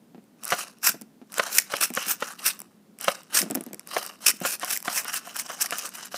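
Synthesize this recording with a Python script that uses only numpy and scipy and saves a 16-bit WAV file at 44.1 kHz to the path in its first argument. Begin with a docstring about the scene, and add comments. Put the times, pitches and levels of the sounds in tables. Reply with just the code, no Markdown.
"""A rubber balloon with small beads inside, shaken and turned in the hand close to the microphone.
Over the murmur of a quiet room, fingers bump the rubber and a stray bead ticks. Half a second in, the
heap rolls and lands with a hollow thud; then hard shakes spray and smack beads against the taut skin.
From three seconds the turns come further apart, with bumps and ticks between them. After four seconds
a run of quick shakes follows, growing fainter until the beads roll to rest."""
import sys
import numpy as np
from scipy import signal
from scipy.fft import rfft, irfft
from scipy.io import wavfile
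from scipy.ndimage import map_coordinates

SR = 44100
rng = np.random.default_rng(int(sys.argv[2]) if len(sys.argv) > 2 else 0)


def wav_out(sig):
    """Save sig, one row per channel (or a flat mono array), as 16-bit PCM at SR to the path in sys.argv[1]."""
    wavfile.write(sys.argv[1], SR, np.round(np.clip(np.atleast_2d(sig).T, -1, 1) * 32767).astype(np.int16))


N = 272097
BINS_HZ = np.maximum(np.arange(1025) * SR / 2048, 1)

# Levels are relative within each table.
# Fingers bump the balloon. Each row: start in seconds, level in dB.
FINGER_BUMPS = [(0.147, -44), (0.18, -43.5), (0.893, -43), (0.944, -39.5), (1.016, -42), (1.216, -42),
                (1.905, -34.5), (2.07, -43), (3.41, -36), (3.429, -30), (3.463, -36.5), (3.504, -30.5),
                (3.518, -30.5), (3.554, -27.5), (3.573, -29.5), (3.608, -37), (3.666, -37), (3.71, -44.5),
                (3.734, -40.5), (4.337, -46), (4.415, -31)]
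# Single beads tick on the skin. Each row: start in seconds, level in dB.
BEAD_TICKS = [(0.241, -51), (0.436, -22), (0.4447, -21), (0.4526, -16.5), (0.4794, -18), (0.7128, -43),
              (0.7855, -42.5), (1.0131, -27.5), (1.0194, -29), (1.321, -28), (1.3283, -29), (1.3415, -20),
              (1.3826, -11), (1.5994, -13.5), (1.767, -15.5), (1.903, -24), (1.938, -19), (1.951, -14.5),
              (2.592, -25), (2.603, -22.5), (2.6174, -24.5), (2.9876, -28.5), (3.0116, -18), (3.044, -16),
              (3.233, -35.5), (3.501, -25.5), (3.51, -15), (3.5465, -24), (3.551, -12), (3.5554, -11),
              (3.6093, -22), (3.6383, -27.5), (3.664, -30), (3.7319, -22), (3.745, -24), (3.795, -23),
              (3.8734, -24), (4.0637, -18), (4.403, -24.5), (4.597, -23.5), (4.6466, -14.5), (4.774, -12.5),
              (4.803, -26), (4.8267, -23), (5.0463, -21), (5.0816, -19.5), (5.1423, -13), (5.3655, -16),
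              (5.708, -15), (5.7845, -15), (5.891, -25.5)]
# The heap rolls round inside. Each row: time of full flow in seconds, level in dB, then rise, hold and
# fall in seconds.
HEAP_ROLLS = [(0.494, -36.5, 0.07, 0.11, 0.097), (1.38, -38.5, 0.068, 0.12, 0.087),
              (1.727, -37.5, 0.057, 0.049, 0.043), (1.964, -36.5, 0.031, 0.095, 0.1),
              (2.21, -42, 0.019, 0.096, 0.051), (2.399, -46.5, 0.032, 0.057, 0.19),
              (3.04, -37, 0.041, 0.048, 0.13), (3.339, -39.5, 0.041, 0.039, 0.11),
              (3.51, -59.5, 0.044, .07, 0.6), (3.935, -36.5, 0.059, 0.083, 0.13),
              (4.229, -42.5, .025, 0.026, 0.014), (4.434, -40.5, 0.043, 0.05, 0.041),
              (4.63, -38, 0.038, 0.084, 0.065), (4.862, -38, 0.023, .11, 0.11),
              (5.079, -38, 0.027, 0.1, 0.056), (5.261, -43, 0.04, 0.019, 0.13),
              (5.359, -41, 0.022, 0.037, 0.065), (5.501, -41, 0.093, .045, 0.056),
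              (5.607, -40, 0.036, 0.054, 0.024), (5.719, -40, 0.037, 0.16, 0.036),
              (5.951, -46, 0.047, 0.12, 0.022), (6.121, -43.5, 0.014, 0.05, .05)]
# A shake throws beads against the skin. Each row: time of full flow in seconds, level in dB, then rise,
# hold and fall in seconds.
BEAD_SPRAYS = [(0.59, -34, 0.026, 0.012, 0.05), (0.853, -17, 0.023, 0.021, 0.045),
               (1.555, -24, 0.051, .02, 0.054), (1.816, -21, 0.016, 0.016, 0.048),
               (2.11, -22, 0.057, 0.015, 0.029), (2.47, -17, 0.03, 0.011, 0.034),
               (3.348, -21, 0.01, .056, 0.03), (4.264, -18, 0.0064, 0.04, 0.012),
               (4.458, -27, 0.014, 0.084, 0.021), (4.708, -25.5, 0.038, 0.026, 0.052),
               (4.965, -24, 0.044, 0.026, 0.033), (5.147, -30, 0.033, .025, 0.026),
               (5.37, -32, 0.027, 0.037, 0.031), (5.617, -22, 0.012, 0.0065, 0.027),
               (5.79, -33, 0.027, 0.0026, 0.021), (5.86, -29, 0.01, .005, 0.012),
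               (5.952, -40.5, 0.015, 0.0031, 0.015), (6.055, -37.5, 0.022, 0.004, 0.01)]
# A clump smacks bare rubber. Each row: start in seconds, level in dB, spread of arrivals in seconds.
CLUMP_SMACKS = [(0.503, -6, 0.0067), (0.8715, -0.5, 0.0019), (1.5835, 11, 0.0046), (1.834, 1, 0.0049),
                (2.4796, -3.5, 0.0019), (3.389, -2, 0.0031), (3.417, -5, 0.0012), (4.2928, -3, 0.0016),
                (4.3124, -9, 0.0019), (4.7633, -9, 0.0031), (4.9737, 0.5, 0.018), (5.3968, -7, 0.0017),
                (5.659, -7.5, 0.004)]
# The heap lands on the skin. Each row: time in seconds, level in dB, centre of its colour in Hz, spread
# of arrivals in seconds.
HEAP_LANDINGS = [(0.522, -9, 990, 0.014), (1.381, -20.5, 1510, 0.0052), (1.396, -8, 1290, 0.0064),
                 (1.738, -14.5, 690, 0.0045), (1.973, -13.5, 675, 0.0059), (2.224, -15, 630, 0.0064),
                 (3.082, -6.5, 704, .0063), (3.966, -11.5, 666, 0.0065), (4.451, -14, 1100, 0.009),
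                 (4.632, -18, 1260, 0.011), (4.88, -14.5, 1090, 0.005), (5.053, -26.5, 1250, 0.0092),
                 (5.273, -30, 1050, 0.0036), (5.499, -23.5, 1050, 0.016), (5.724, -17.5, 1360, 0.0086),
                 (6.143, -22.5, 1300, 0.0027)]
# Modes of the balloon's skin and air. Each row: pitch in Hz, level in dB, seconds to die away by 60 dB.
BALLOON_MODES = [(225, -15, .04), (320, -15, .028), (560, -4, .028), (705, -.5, .028), (1040, -2, .018),
                 (1240, -2.5, .022), (1420, -1, .02), (1720, -5.5, .014), (2800, -8, .016),
                 (5600, -13, .008)]
# The colour of each sound from close up. Each row: frequency in Hz, level in dB.
MURMUR_COLOUR = [(30, -29), (90, -26.5), (135, -15.5), (200, -2), (290, -9), (400, -15), (600, -20.5),
                 (1100, -27.5), (2500, -34.5), (6000, -37.5), (15000, -39)]
FINGER_COLOUR = [(30, -38), (90, -31.5), (135, -12), (225, 6), (330, -3), (480, -8.5), (700, -9),
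                 (1000, -21.5), (1500, -24), (3000, -29.5), (8000, -45.5)]
TICK_COLOUR = [(290, -48), (500, -9.5), (1300, -11.5), (2400, -7), (4070, -17.5), (5500, -4), (6700, -12),
               (7670, -2), (10000, -2.5), (14200, -4.5), (15500, -8)]
ROLL_COLOUR = [(40, -56.5), (150, -27), (400, -10.5), (720, -0.5), (930, -2.5), (1220, 4), (1600, 1),
               (2350, -7.5), (2700, -1.5), (3120, -0.5), (3480, -11.5), (4100, -4.5), (4500, -9.5),
               (5000, -4.5), (5800, -1.5), (7300, -7.5), (10000, -7), (15000, -16.5)]
SPRAY_COLOUR = [(40, -48.5), (300, -15), (900, -11), (1650, -1), (2050, -10.5), (2550, 0), (3300, -9.5),
                (4400, -7), (5500, 1), (6700, -3.5), (8000, 0), (10500, -1.5), (15000, -6)]
SMACK_COLOUR = [(40, -74), (300, -34.5), (900, -18.5), (1400, -12.5), (1900, 6.5), (2450, 4.5), (3200, -10),
                (4200, -8.5), (5300, 5), (6700, 0.5), (8000, -0.5), (11000, -1), (15000, -4.5)]


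def from_db(db):
    """Decibels to gain."""
    return 10 ** (np.asarray(db) / 20)


def rms_one(x):
    """Scale to an rms of 1."""
    return x / np.sqrt(np.mean(x ** 2) + 1e-20)


def add(out, s, sound):
    """Mix a sound in at s seconds."""
    start = max(round(s * SR), 0)
    out[start:start + len(sound)] += sound[:max(N - start, 0)]


def through(x, pulse):
    """Pass a sound through an impulse response."""
    return signal.oaconvolve(x, pulse)[:len(x)]


def drift(per_s, size):
    """A random wander of spread about 1, with per_s turning points a second."""
    steps = np.arange(size) / SR * per_s
    return np.interp(steps, np.arange(8192), rng.standard_normal(8192)) * np.sqrt(3 / 2)


def ripple(step_hz):
    """Random peaks and dips along the frequency axis, about step_hz apart."""
    return np.interp(BINS_HZ / step_hz, np.arange(len(BINS_HZ)), rng.standard_normal(len(BINS_HZ)))


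def causal_ring(gain):
    """The shortest causal impulse response with this gain in each bin; unit energy."""
    cepstrum = irfft(np.log(gain))
    half = len(cepstrum) // 2
    cepstrum[1:half] *= 2
    cepstrum[half + 1:] = 0
    pulse = irfft(np.exp(rfft(cepstrum)))
    return pulse / np.linalg.norm(pulse)


def response(colour, uneven_db=0, step_hz=250):
    """The ring of a body of this colour, with random peaks and dips of about uneven_db."""
    hz, level_db = np.transpose(sorted(colour))
    smooth_db = np.interp(np.log(BINS_HZ), np.log(hz), level_db)
    return causal_ring(from_db(smooth_db + uneven_db * ripple(step_hz)))


def contacts(per_s, spread_db, size):
    """Random contacts: many faint ones, a few strong; rms 1 however many there are."""
    touches = rng.random(size) < per_s / SR
    strength = from_db(spread_db * np.minimum(rng.exponential(1, size), 4))
    return rms_one(touches * strength * rng.choice([-1, 1], size) / np.sqrt(np.minimum(per_s, SR)))


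def clump(arrive_s, per_s, size=4096):
    """A burst of contacts that swells quickly and thins out; unit energy."""
    progress = np.arange(size) / SR / arrive_s
    hits = contacts(per_s, spread_db=.82, size=size) * np.sqrt(progress) * np.exp(-2 * progress)
    return hits / (np.linalg.norm(hits) + 1e-12)


def room_murmur(gain_db=-56.5):
    """The low steady murmur of the room, far under the balloon."""
    return from_db(gain_db) * through(rng.standard_normal(N), response(MURMUR_COLOUR))


def finger_bumps(gain_db=-8, slip_s=.015):
    """A fingertip pushes the balloon and slips a little: a dull low knock."""
    out, body = np.zeros(N), response(FINGER_COLOUR)
    for s, db in FINGER_BUMPS:
        force = clump(slip_s, per_s=1500)
        force[0] += 1   # the push
        add(out, s, from_db(db + gain_db) * rms_one(through(force, body)))
    return out


def room_tail(x, wet_db=-23.5, t60_s=.29, first_echo_s=.006, wall_cut_hz=7000):
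    """A faint diffuse tail reaches the microphone after the trip to the nearest surfaces."""
    age = np.arange(SR // 2) / SR
    tail = rng.standard_normal(len(age)) * from_db(-60 * age / t60_s) * (age > first_echo_s)
    tail = signal.sosfilt(signal.butter(1, wall_cut_hz, fs=SR, output="sos"), tail)
    return from_db(wet_db) * through(x, tail / np.linalg.norm(tail))


def bead_ticks(gain_db=-25, chatter_s=.0009):
    """Stray beads chatter on the skin for about a millisecond, each with its own colour."""
    out = np.zeros(N)
    for s, db in BEAD_TICKS + loose_beads():
        chatter = clump(chatter_s, per_s=20000)
        skin = response(TICK_COLOUR, uneven_db=2.5, step_hz=1160)
        add(out, s, from_db(db + gain_db) * rms_one(through(chatter, skin)))
    return out


def loose_beads(lift_db=10, scatter_s=.017, vary_db=2.5, count=4):
    """Each roll knocks a few faint beads loose. 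Each row: start in seconds, tick level in dB."""
    return [(s + rng.uniform(-scatter_s, hold_s + scatter_s), db + lift_db + vary_db * rng.normal())
            for s, db, _, hold_s, _ in HEAP_ROLLS for _ in range(count)]


def swell_db(age, rise_s, hold_s, fall_s, swing_db=20, settle_db=-27, settle_db_per_s=188.5):
    """A flow builds by swing_db in rise_s, holds, drops as far in fall_s and leaves beads settling."""
    before, after = np.maximum(-age, 0), np.maximum(age - hold_s, 0)
    building_db = -swing_db * (before / rise_s) ** 1.5
    dying_db = np.maximum(-swing_db * after / fall_s, settle_db - settle_db_per_s * after)
    return np.maximum(building_db + dying_db, -70)


def wandering_contacts(per_s, spread_db=2.5, spots=6):
    """Beads wander between several spots in the balloon; each spot has its own pitches."""
    size = len(per_s)
    colours = from_db([10 * ripple(step_hz=1400) for _ in range(spots)])
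    colours /= np.linalg.norm(colours, axis=0)
    shares = from_db([3.5 * drift(per_s=45, size=size) for _ in range(spots)])
    shares /= np.linalg.norm(shares, axis=0)
    return sum(through(share * contacts(per_s / spots, spread_db, size), causal_ring(colour))
               for share, colour in zip(shares, colours))


def pitch_arch(x, age, middle_s, sag, half_s=.09):
    """The air resonances are highest in the middle of a roll and sag by a share towards both ends."""
    speed = 1 - sag * np.minimum(((age - middle_s) / half_s) ** 2, 1)
    place = np.cumsum(speed)
    place += (middle_s - age[0]) * SR - np.interp(middle_s, age, place)   # the middle stays on time
    return map_coordinates(x, [place], order=3)


def flowing_beads(flows, colour, gain_db=0, sag=0, surge_db=3, lead_s=.12):
    """Beads roll in a heap or spray on the skin in small surges; a stronger flow has more contacts."""
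    out, age = np.zeros(N), np.arange(SR // 2) / SR - lead_s
    for s, db, rise_s, hold_s, fall_s in flows:
        flow_db = db + swell_db(age, rise_s, hold_s, fall_s)
        hits = wandering_contacts(per_s=5000 * from_db(.4 * (flow_db + 34.5)))
        cavity = response(colour, uneven_db=1.9)   # each shake: a new shape, so new air resonances
        rattle = pitch_arch(through(hits, cavity), age, hold_s / 2, sag)
        surges_db = surge_db * drift(per_s=130, size=len(age))
        add(out, s - lead_s, rattle * from_db(flow_db + gain_db + surges_db))
    return out


def clump_smacks(gain_db=-31):
    """Clumps of beads thrown against bare rubber crack brightly."""
    out, skin = np.zeros(N), response(SMACK_COLOUR)
    for s, db, arrive_s in CLUMP_SMACKS:
        force = clump(arrive_s, per_s=31000)
        add(out, s, from_db(db + gain_db) * rms_one(through(force, skin)))
    return out


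def heap_landings(gain_db=-18, grip_detune=.02, grip_vary_db=1.5, focus_db=5, lead_s=.006):
    """The heap lands and rings the skin and air with a hollow thud; the grip retunes them each time."""
    out, age = np.zeros(N), np.arange(4096) / SR
    hz, mode_db, t60_s = np.transpose(BALLOON_MODES)[:, :, None]
    lead = round(lead_s * SR)
    soften = signal.butter(1, [150, 4500], "band", fs=SR, output="sos")
    for s, db, centre_hz, arrive_s in HEAP_LANDINGS:
        stretch, strength = rng.standard_normal((2, len(hz), 1))
        octaves_off = np.minimum(np.abs(np.log2(hz / centre_hz)), 1)   # the blow favours nearby modes
        start_db = mode_db + grip_vary_db * strength - focus_db * octaves_off
        gripped_hz = hz * (1 + grip_detune * stretch)
        modes = from_db(start_db - 60 * age / t60_s) * np.cos(2 * np.pi * gripped_hz * age)
        early_beads = from_db(-12) * clump(arrive_s, per_s=7000)
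        stragglers = 1.56 * np.roll(clump(arrive_s, per_s=6000), lead)
        force = early_beads + stragglers
        force[lead] += 1   # the heap as one blow
        thud = through(signal.sosfilt(soften, force), modes.sum(axis=0))
        add(out, s - lead / SR, from_db(db + gain_db) * rms_one(thud))
    return out


def scene():
    """One microphone close to the balloon, the quiet room well behind it."""
    sprays = flowing_beads(BEAD_SPRAYS, SPRAY_COLOUR)
    rolls = flowing_beads(HEAP_ROLLS, ROLL_COLOUR, gain_db=2, sag=.065)
    balloon = sprays + rolls + heap_landings() + clump_smacks() + bead_ticks() + finger_bumps()
    return (balloon + room_tail(balloon) + room_murmur())[None]


def record(dry, ceiling=.75, low_cut_hz=70, top_cut_hz=15500):
    """A soft ceiling keeps the loudest peaks in range; the microphone drops the deep bass, the top is cut
    steeply."""
    rounded = dry / (1 + (dry / ceiling) ** 6) ** (1 / 6)
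    thinned = signal.sosfilt(signal.butter(1, low_cut_hz, "high", fs=SR, output="sos"), rounded)
    top_cut = signal.firwin(255, top_cut_hz, window=("kaiser", 9), fs=SR)
    return signal.oaconvolve(thinned, top_cut[None], "same")


dry = scene()
out = record(dry)
wav_out(out)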